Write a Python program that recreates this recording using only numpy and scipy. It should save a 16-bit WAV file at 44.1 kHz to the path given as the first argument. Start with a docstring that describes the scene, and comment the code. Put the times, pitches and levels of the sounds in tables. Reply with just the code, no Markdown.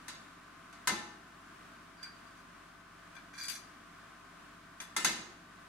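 """Small kitchen, electric grill on the counter. A steel rack slides in and clanks against the
sheet-steel housing: each blow gives a crash, ringing rack modes and a hollow boom.
The flat steel handle ticks, scrapes out of the rack in uneven slips and knocks on the grill again.
Faint fan noise and mains hum lie underneath; the room adds a short reverb."""
import sys
import numpy as np
from scipy import signal
from scipy.fft import rfft, irfft, next_fast_len
from scipy.io import wavfile
from scipy.ndimage import map_coordinates

SR = 44100
rng = np.random.default_rng(int(sys.argv[2]) if len(sys.argv) > 2 else 0)


def store_wav(level_fs):
    """Save 16-bit WAV to argv[1]."""
    pcm = np.round(np.clip(np.atleast_2d(level_fs), -1, 1) * 32767)
    wavfile.write(sys.argv[1], SR, pcm.T.astype(np.int16))


N = 250488
T = np.arange(SR) / SR  # time since contact [s]
PING_HZ = 4750  # near the handle's clearest mode, which also squeaks under friction

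# handle modes: (frequency [Hz], level [dB], free t60 [s], twist share [0-1])
HANDLE_MODES = [(1584, -4.5, 0.11, 1), (2377, -2, 0.1, 0.17), (3445, 1.5, 0.061, 0.086),
                (4110, -4.5, 0.055, 0.8), (4710, 1, 0.38, 0.24), (5780, -2, 0.11, 0.43),
                (6240, 3, 0.1, 0.18), (7020, -3.5, 0.071, 1), (8030, 0, 0.25, 0.4), (8650, -2.5, 0.37, 1),
                (9900, -7, 0.25, 0.2), (9920, 3, 0.22, 0.95), (11900, 1.5, 0.15, 1),
                (12230, -28, .18, 0.27), (14150, -19, .12, 0.92)]
# room decay: (frequency [Hz], t60 [s])
ROOM_T60 = [(150, 0.66), (700, 0.64), (2000, 0.6), (6000, 0.55), (10000, 0.4), (15000, 0.17)]
# direct sound: (frequency [Hz], L/R correlation [0-1])
DIRECT_CORR = [(200, 1), (1200, 0.88), (2200, 0.64), (4000, 0.0019), (9000, 0.13)]
# diffuse sound: (frequency [Hz], L/R correlation [0-1])
DIFFUSE_CORR = [(150, 1), (400, 0), (1100, 0), (2500, 0.0066), (9000, 0)]


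def amp(db):
    """dB to gain."""
    return 10 ** (np.asarray(db) / 20)


def unit(x):
    """Scale to rms 1."""
    return x / np.sqrt(np.mean(x ** 2) + 1e-20)


def along(points, hz):
    """Interpolate (frequency [Hz], value) points on a log axis."""
    f, v = np.transpose(points)
    return np.interp(np.log(hz + 1), np.log(f + 1), v)


def pan(db):
    """Stereo gains for a left-minus-right level."""
    return amp(np.array([[.5], [-.5]]) * db)


def wobble(rate_hz):
    """Smooth random curve with knots at rate_hz."""
    knots = rng.standard_normal(int(N * rate_hz / SR) + 4)
    return map_coordinates(knots, [np.arange(N) * rate_hz / SR])


def filtered(x, response):
    """Apply the gain response(hz) by FFT."""
    n = x.shape[-1]
    m = next_fast_len(n + 8192)
    return irfft(rfft(x, m) * response(np.fft.rfftfreq(m, 1 / SR)), m)[..., :n]


def tilt(hz, db_oct):
    """Spectral slope about 3 kHz: harder contact, more treble."""
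    return amp(db_oct * np.log2(np.clip(hz, 800, 16000) / 3000))


def resonances(hz, db, width_hz, valley_db):
    """Body response: a peak at each mode over a flat floor."""
    grid_hz = np.linspace(0, SR / 2, num=4096)
    power = amp(db) ** 2 @ (1 / (1 + ((grid_hz - hz[:, None]) * 2 / width_hz) ** 2))
    return lambda f: np.interp(f, grid_hz, np.sqrt(power + amp(valley_db) ** 2))


def noise(spectrum, corr, size, db_oct=0, body=np.ones_like):
    """Stereo noise, rms 1, with given spectrum, L/R correlation, tilt and body response."""
    def colour(hz):
        angle = np.arccos(np.clip(along(corr, hz), -1, 1)) / 2
        return amp(along(spectrum, hz)) * tilt(hz, db_oct) * body(hz) * [np.cos(angle), np.sin(angle)]
    mid, side = filtered(rng.standard_normal((2, size)), colour)
    return unit(np.array([mid + side, mid - side]))


def rise(attack_s):
    """Exponential onset."""
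    return 1 - np.exp(-T / attack_s)


def fade(t60_s, attack_s):
    """Onset and exponential decay."""
    return np.exp(-np.log(1000) * T / t60_s) * rise(attack_s)


def band_decay(x, t60_curve):
    """Decay each band by (frequency [Hz], t60 [s]) points."""
    hz, t, bands = signal.stft(x, SR, nperseg=256)
    decay = np.exp(-np.log(1000) * t / along(t60_curve, hz)[:, None])
    return signal.istft(bands * decay, SR, nperseg=256)[1][:, :SR]


def ring(hz, db, t60_s, scatter_db):
    """Decaying modes, initial rms 1; L/R phase spread grows with frequency."""
    gain = amp(db + scatter_db * rng.standard_normal((2, len(hz))))
    gain /= np.sqrt(np.sum(gain ** 2) / 4)
    phase = 2 * np.pi * rng.random(len(hz)) + hz / 2200 * rng.standard_normal(gain.shape)
    poles = 2j * np.pi * hz - np.log(1000) / t60_s
    return ((gain * np.exp(1j * phase)) @ np.exp(poles[:, None] * T)).imag


def add(track, start_s, sound):
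    """Mix in up to 1 s of sound."""
    part = track[:, round(start_s * SR):][:, :SR]
    part += sound[:, :part.shape[1]]


def fan():
    """Moving air plus slightly unsteady motor and mains tones."""
    # air noise: (frequency [Hz], level [dB])
    air_spectrum = [(20, -15), (80, -12.5), (150, -3.5), (260, 0.5), (350, -4.5), (490, -13.5), (660, -5),
                    (880, -9.5), (1100, 1), (1500, -1.5), (2100, -8.5), (4000, -16), (9500, -23.5),
                    (15000, -35.5)]
    # air width: (frequency [Hz], L/R correlation [0-1])
    air_corr = [(60, 0.89), (180, 1), (550, 0.17), (1650, 0.54), (4970, 0.014), (15000, 0.021)]
    # air balance: (frequency [Hz], L-R [dB])
    air_pan = [(60, -1), (180, -1.5), (550, 2), (1650, 2), (4970, -0.5), (15000, 5.5)]
    # mains and motor tones: (frequency [Hz], level [dB])
    tones = [(48.4, -71.5), (96.9, -73), (172.3, -68.5), (296.1, -72), (393.0, -78), (672.9, -73),
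             (1044, -70), (1179, -70.5), (1523, -67.5)]
    t = np.arange(N) / SR
    air = filtered(noise(air_spectrum, air_corr, N), lambda hz: pan(along(air_pan, hz)))
    hum = sum(amp(db) * np.sqrt(2) * np.sin(2 * np.pi * hz * t + 0.0027 * hz * wobble(rate_hz=9))
              for hz, db in tones)
    return amp(-55.5 + 0.83 * wobble(rate_hz=4.97)) * air + amp(-1.0) * hum


def kitchen_reverb(x):
    """Diffuse room response: strong early bounces off counter and wall, faint tail."""
    early = 1 + amp(6) * np.exp(-T / 0.061)
    diffuse = noise([(100, -2), (15000, -4)], DIFFUSE_CORR, SR)
    impulse = band_decay(diffuse, ROOM_T60) * rise(0.0031) * early
    return signal.fftconvolve(x, impulse / np.linalg.norm(impulse[0]), axes=1)[:, :N]


def handle_scrape():
    """Uneven steel-on-steel slips drive the handle's modes, widened by contact damping."""
    # slides in the rack: (start [s], length [s], level [dB], tilt [dB/oct], ping boost [dB])
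    strokes = [(1.969, 0.067, -63, -7, 9), (2.024, 0.045, -51.5, -6.5, 13), (2.258, 0.035, -70, -2, 12),
               (2.355, 0.05, -68, 3, 2), (3.154, 0.022, -53.5, -8, -8), (3.332, 0.043, -54.5, -2.5, -2),
               (3.377, 0.076, -43.5, 0.3, 6.5), (3.51, 0.05, -46, 2, -6)]
    # friction: (frequency [Hz], level [dB])
    friction = [(500, -19), (1500, 9), (2200, 8.5), (3000, -8.5), (4300, 4.0), (12000, -9.5),
                (15500, -27)]
    hz, mode_db = np.transpose(HANDLE_MODES)[:2]
    is_ping = np.abs(hz - PING_HZ) < 250
    grip_s, release_t60_s = 0.0041, 0.16
    out = np.zeros((2, N))
    for start_s, length_s, db, db_oct, ping_db in strokes:
        body = resonances(hz, mode_db + ping_db * is_ping, width_hz=51, valley_db=-19)
        envelope = rise(grip_s) * np.exp(-np.log(1000) * np.maximum(T - length_s, 0) / release_t60_s)
        add(out, start_s, amp(db) * envelope * noise(friction, DIRECT_CORR, SR, db_oct, body))
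    slips = unit(amp(1.5 * wobble(rate_hz=400)))
    return slips * out * pan(0.67)


def handle_taps():
    """The handle hits the rack: a tick, then the strip rings, damped by grip and contact."""
    # contacts: (time [s], level [dB], tilt [dB/oct], ping boost [dB], twist [dB], tick [dB], L-R [dB])
    contacts = [(2.029, -48.5, -1, 12.5, -12, -6, -8.5), (3.152, -55, -8, -11, 3, -11, 15),
                (3.165, -45.5, -12, -14, -14, -15, 7), (3.432, -50.5, 3, 3, 2, -8, 15),
                (3.452, -46, 5, -7, -16, -19, 16), (3.482, -37, 2.5, 4, -12, -2, 2),
                (3.497, -39, 2, -3, 0, -4.5, 13), (4.8015, -34.5, -1, -14, -34, -15, 1),
                (4.813, -51.5, 5.5, -21, -7, 1, 7)]
    # contact noise: (frequency [Hz], level [dB])
    tick_spectrum = [(600, -18), (1500, 4), (3000, -2), (5000, -3), (10000, -6.5), (12200, -11),
                     (15500, -30)]
    hz, mode_db, t60_s, twist_share = np.transpose(HANDLE_MODES)
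    is_ping = np.abs(hz - PING_HZ) < 250
    held_t60_s = 0.45 * t60_s
    out = np.zeros((2, N))
    for start_s, db, db_oct, ping_db, twist_db, tick_db, pan_db in contacts:
        # edge blows twist the strip; face blows only bend it
        struck_db = mode_db + twist_db * twist_share + ping_db * is_ping + db_oct * np.log2(hz / hz[0])
        strip = ring(hz, struck_db, held_t60_s, scatter_db=-0.1) * rise(0.00098)
        strip *= amp(max(ping_db, 0) / 2)
        tick = noise(tick_spectrum, DIRECT_CORR, SR, db_oct) * fade(t60_s=0.16, attack_s=0.00064)
        add(out, start_s, amp(db) * pan(pan_db) * (strip + amp(tick_db) * tick))
    return out


def rack_clanks():
    """Blows on rack and housing: crash through the steel's modes, ring, slower boom, room tail."""
    # blows: (time [s], level [dB], tilt [dB/oct], favoured frequency [Hz], boom [dB])
    blows = [(0.081, -40.5, -0.5, 3950, -16.5), (0.727, -53, -2.5, 8000, -18),
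             (0.8724, -24.5, 0.1, 1000, -16.5), (0.889, -36, -9.5, 1320, -2), (4.803, -46, -2.5, 1750, -21),
             (4.964, -28, 0.15, 7600, -15), (5.0459, -22, 0.6, 6800, -14.5)]
    # rack and housing modes: (frequency [Hz], level [dB], free t60 [s])
    modes = [(216, 3, 0.51), (394.3, -16, 2.1), (840, -4.5, 0.79), (983, -2, 0.17), (1015.5, -1, 0.24),
             (1274, -4, 0.13), (1334, -1, 0.53), (1552, -0.5, 0.21), (1790, -1, 0.84), (2082, 1.5, 0.22),
             (2600, -2.5, .35), (2860, -2.5, 0.77), (3510, -3, 0.79), (3810, -6, 0.81), (3950, -3, 0.36),
             (4490, -4.5, 0.63), (4860, -2.5, 0.63), (5080, -14, 0.31), (5580, -5, 0.55), (6140, -2, 0.37),
             (6490, 2, 0.13), (6830, -7.5, 1), (7170, -18, .36), (7700, -2, 0.55), (8500, -10, .3),
             (9050, -21, .38), (9700, -2.5, 0.48), (10600, -10, 0.25)]
    # blow, direct: (frequency [Hz], level [dB])
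    steel_spectrum = [(150, -24), (550, -11), (950, -4), (1400, -1), (2100, -2.5), (2500, -6.5),
                      (3300, -2.5), (4400, -0.5), (6500, -2), (10000, 0), (12500, -9), (15500, -26)]
    # blow, via the room: (frequency [Hz], level [dB])
    tail_spectrum = [(150, -12), (550, -4), (900, -5.5), (2100, -2), (3200, -3), (4500, -1.5), (6500, -6),
                     (10000, -6.5), (15000, -14)]
    # hollow housing: (frequency [Hz], level [dB])
    boom_spectrum = [(50, -29), (120, -8.5), (205, -1.5), (270, -7), (335, 6.5), (390, -4), (435, -14),
                     (490, -6.5), (560, -11), (800, -5.5), (2000, -47)]
    # grill balance: (frequency [Hz], L-R [dB])
    grill_pan = [(400, -3), (1100, 3.5), (2100, 7.5), (4000, -3), (7000, -6), (12000, 10.5)]
    crash_t60 = [(1000, 0.2), (2000, 0.27), (5000, 0.18), (12000, 0.076)]
    firm_db, firm_t60_share, loss_per_db = -26, 0.55, 0.14
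    hz, mode_db, t60_s = np.transpose(modes)
    out = np.zeros((2, N))
    for start_s, db, db_oct, favoured_hz, boom_db in blows:
        # harder blows press the rack into its rails: shorter ring
        t60_share = np.clip(firm_t60_share - loss_per_db * (db - firm_db), .1, 1)
        # the contact point favours one group of modes
        favour_db = 4 * np.exp(-(np.log2(hz / favoured_hz) / 0.14) ** 2)
        struck_db = mode_db + favour_db + rng.standard_normal(len(hz))
        body = resonances(hz, struck_db, width_hz=38, valley_db=-12)
        crash = band_decay(noise(steel_spectrum, DIRECT_CORR, SR, db_oct, body), crash_t60)
        # near-identical bars split each mode into a beating pair
        pairs_hz = np.tile(hz, 2) * (1 + 0.00297 * rng.standard_normal(2 * len(hz)))
        bars = ring(pairs_hz, np.tile(struck_db, 2), np.tile(t60_s, 2) * t60_share, scatter_db=1.5)
        rack = amp(-6.5) * filtered(bars, lambda f: tilt(f, db_oct) * amp(along(steel_spectrum, f)))
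        direct = filtered(crash + rack, lambda f: pan(along(grill_pan, f) + 1.5)) * rise(0.00066)
        boom_envelope = fade(t60_s=0.22, attack_s=0.022) + amp(-10) * fade(t60_s=0.96, attack_s=0.07)
        boom = amp(boom_db) * noise(boom_spectrum, DIRECT_CORR, SR) * boom_envelope
        diffuse = noise(tail_spectrum, DIFFUSE_CORR, SR, db_oct, body)
        tail = amp(-7.5) * band_decay(diffuse, ROOM_T60) * rise(0.023)
        add(out, start_s, amp(db) * (direct + boom + tail))
    return out


def scene():
    """Rack, handle with its reverb, and fan."""
    handle = handle_taps() + handle_scrape()
    return rack_clanks() + handle + amp(-8.5) * kitchen_reverb(handle) + fan()


def record(dry):
    """Brick-wall low-pass."""
    return filtered(dry, lambda hz: hz < 15800)


dry = scene()
out = record(dry)
store_wav(out)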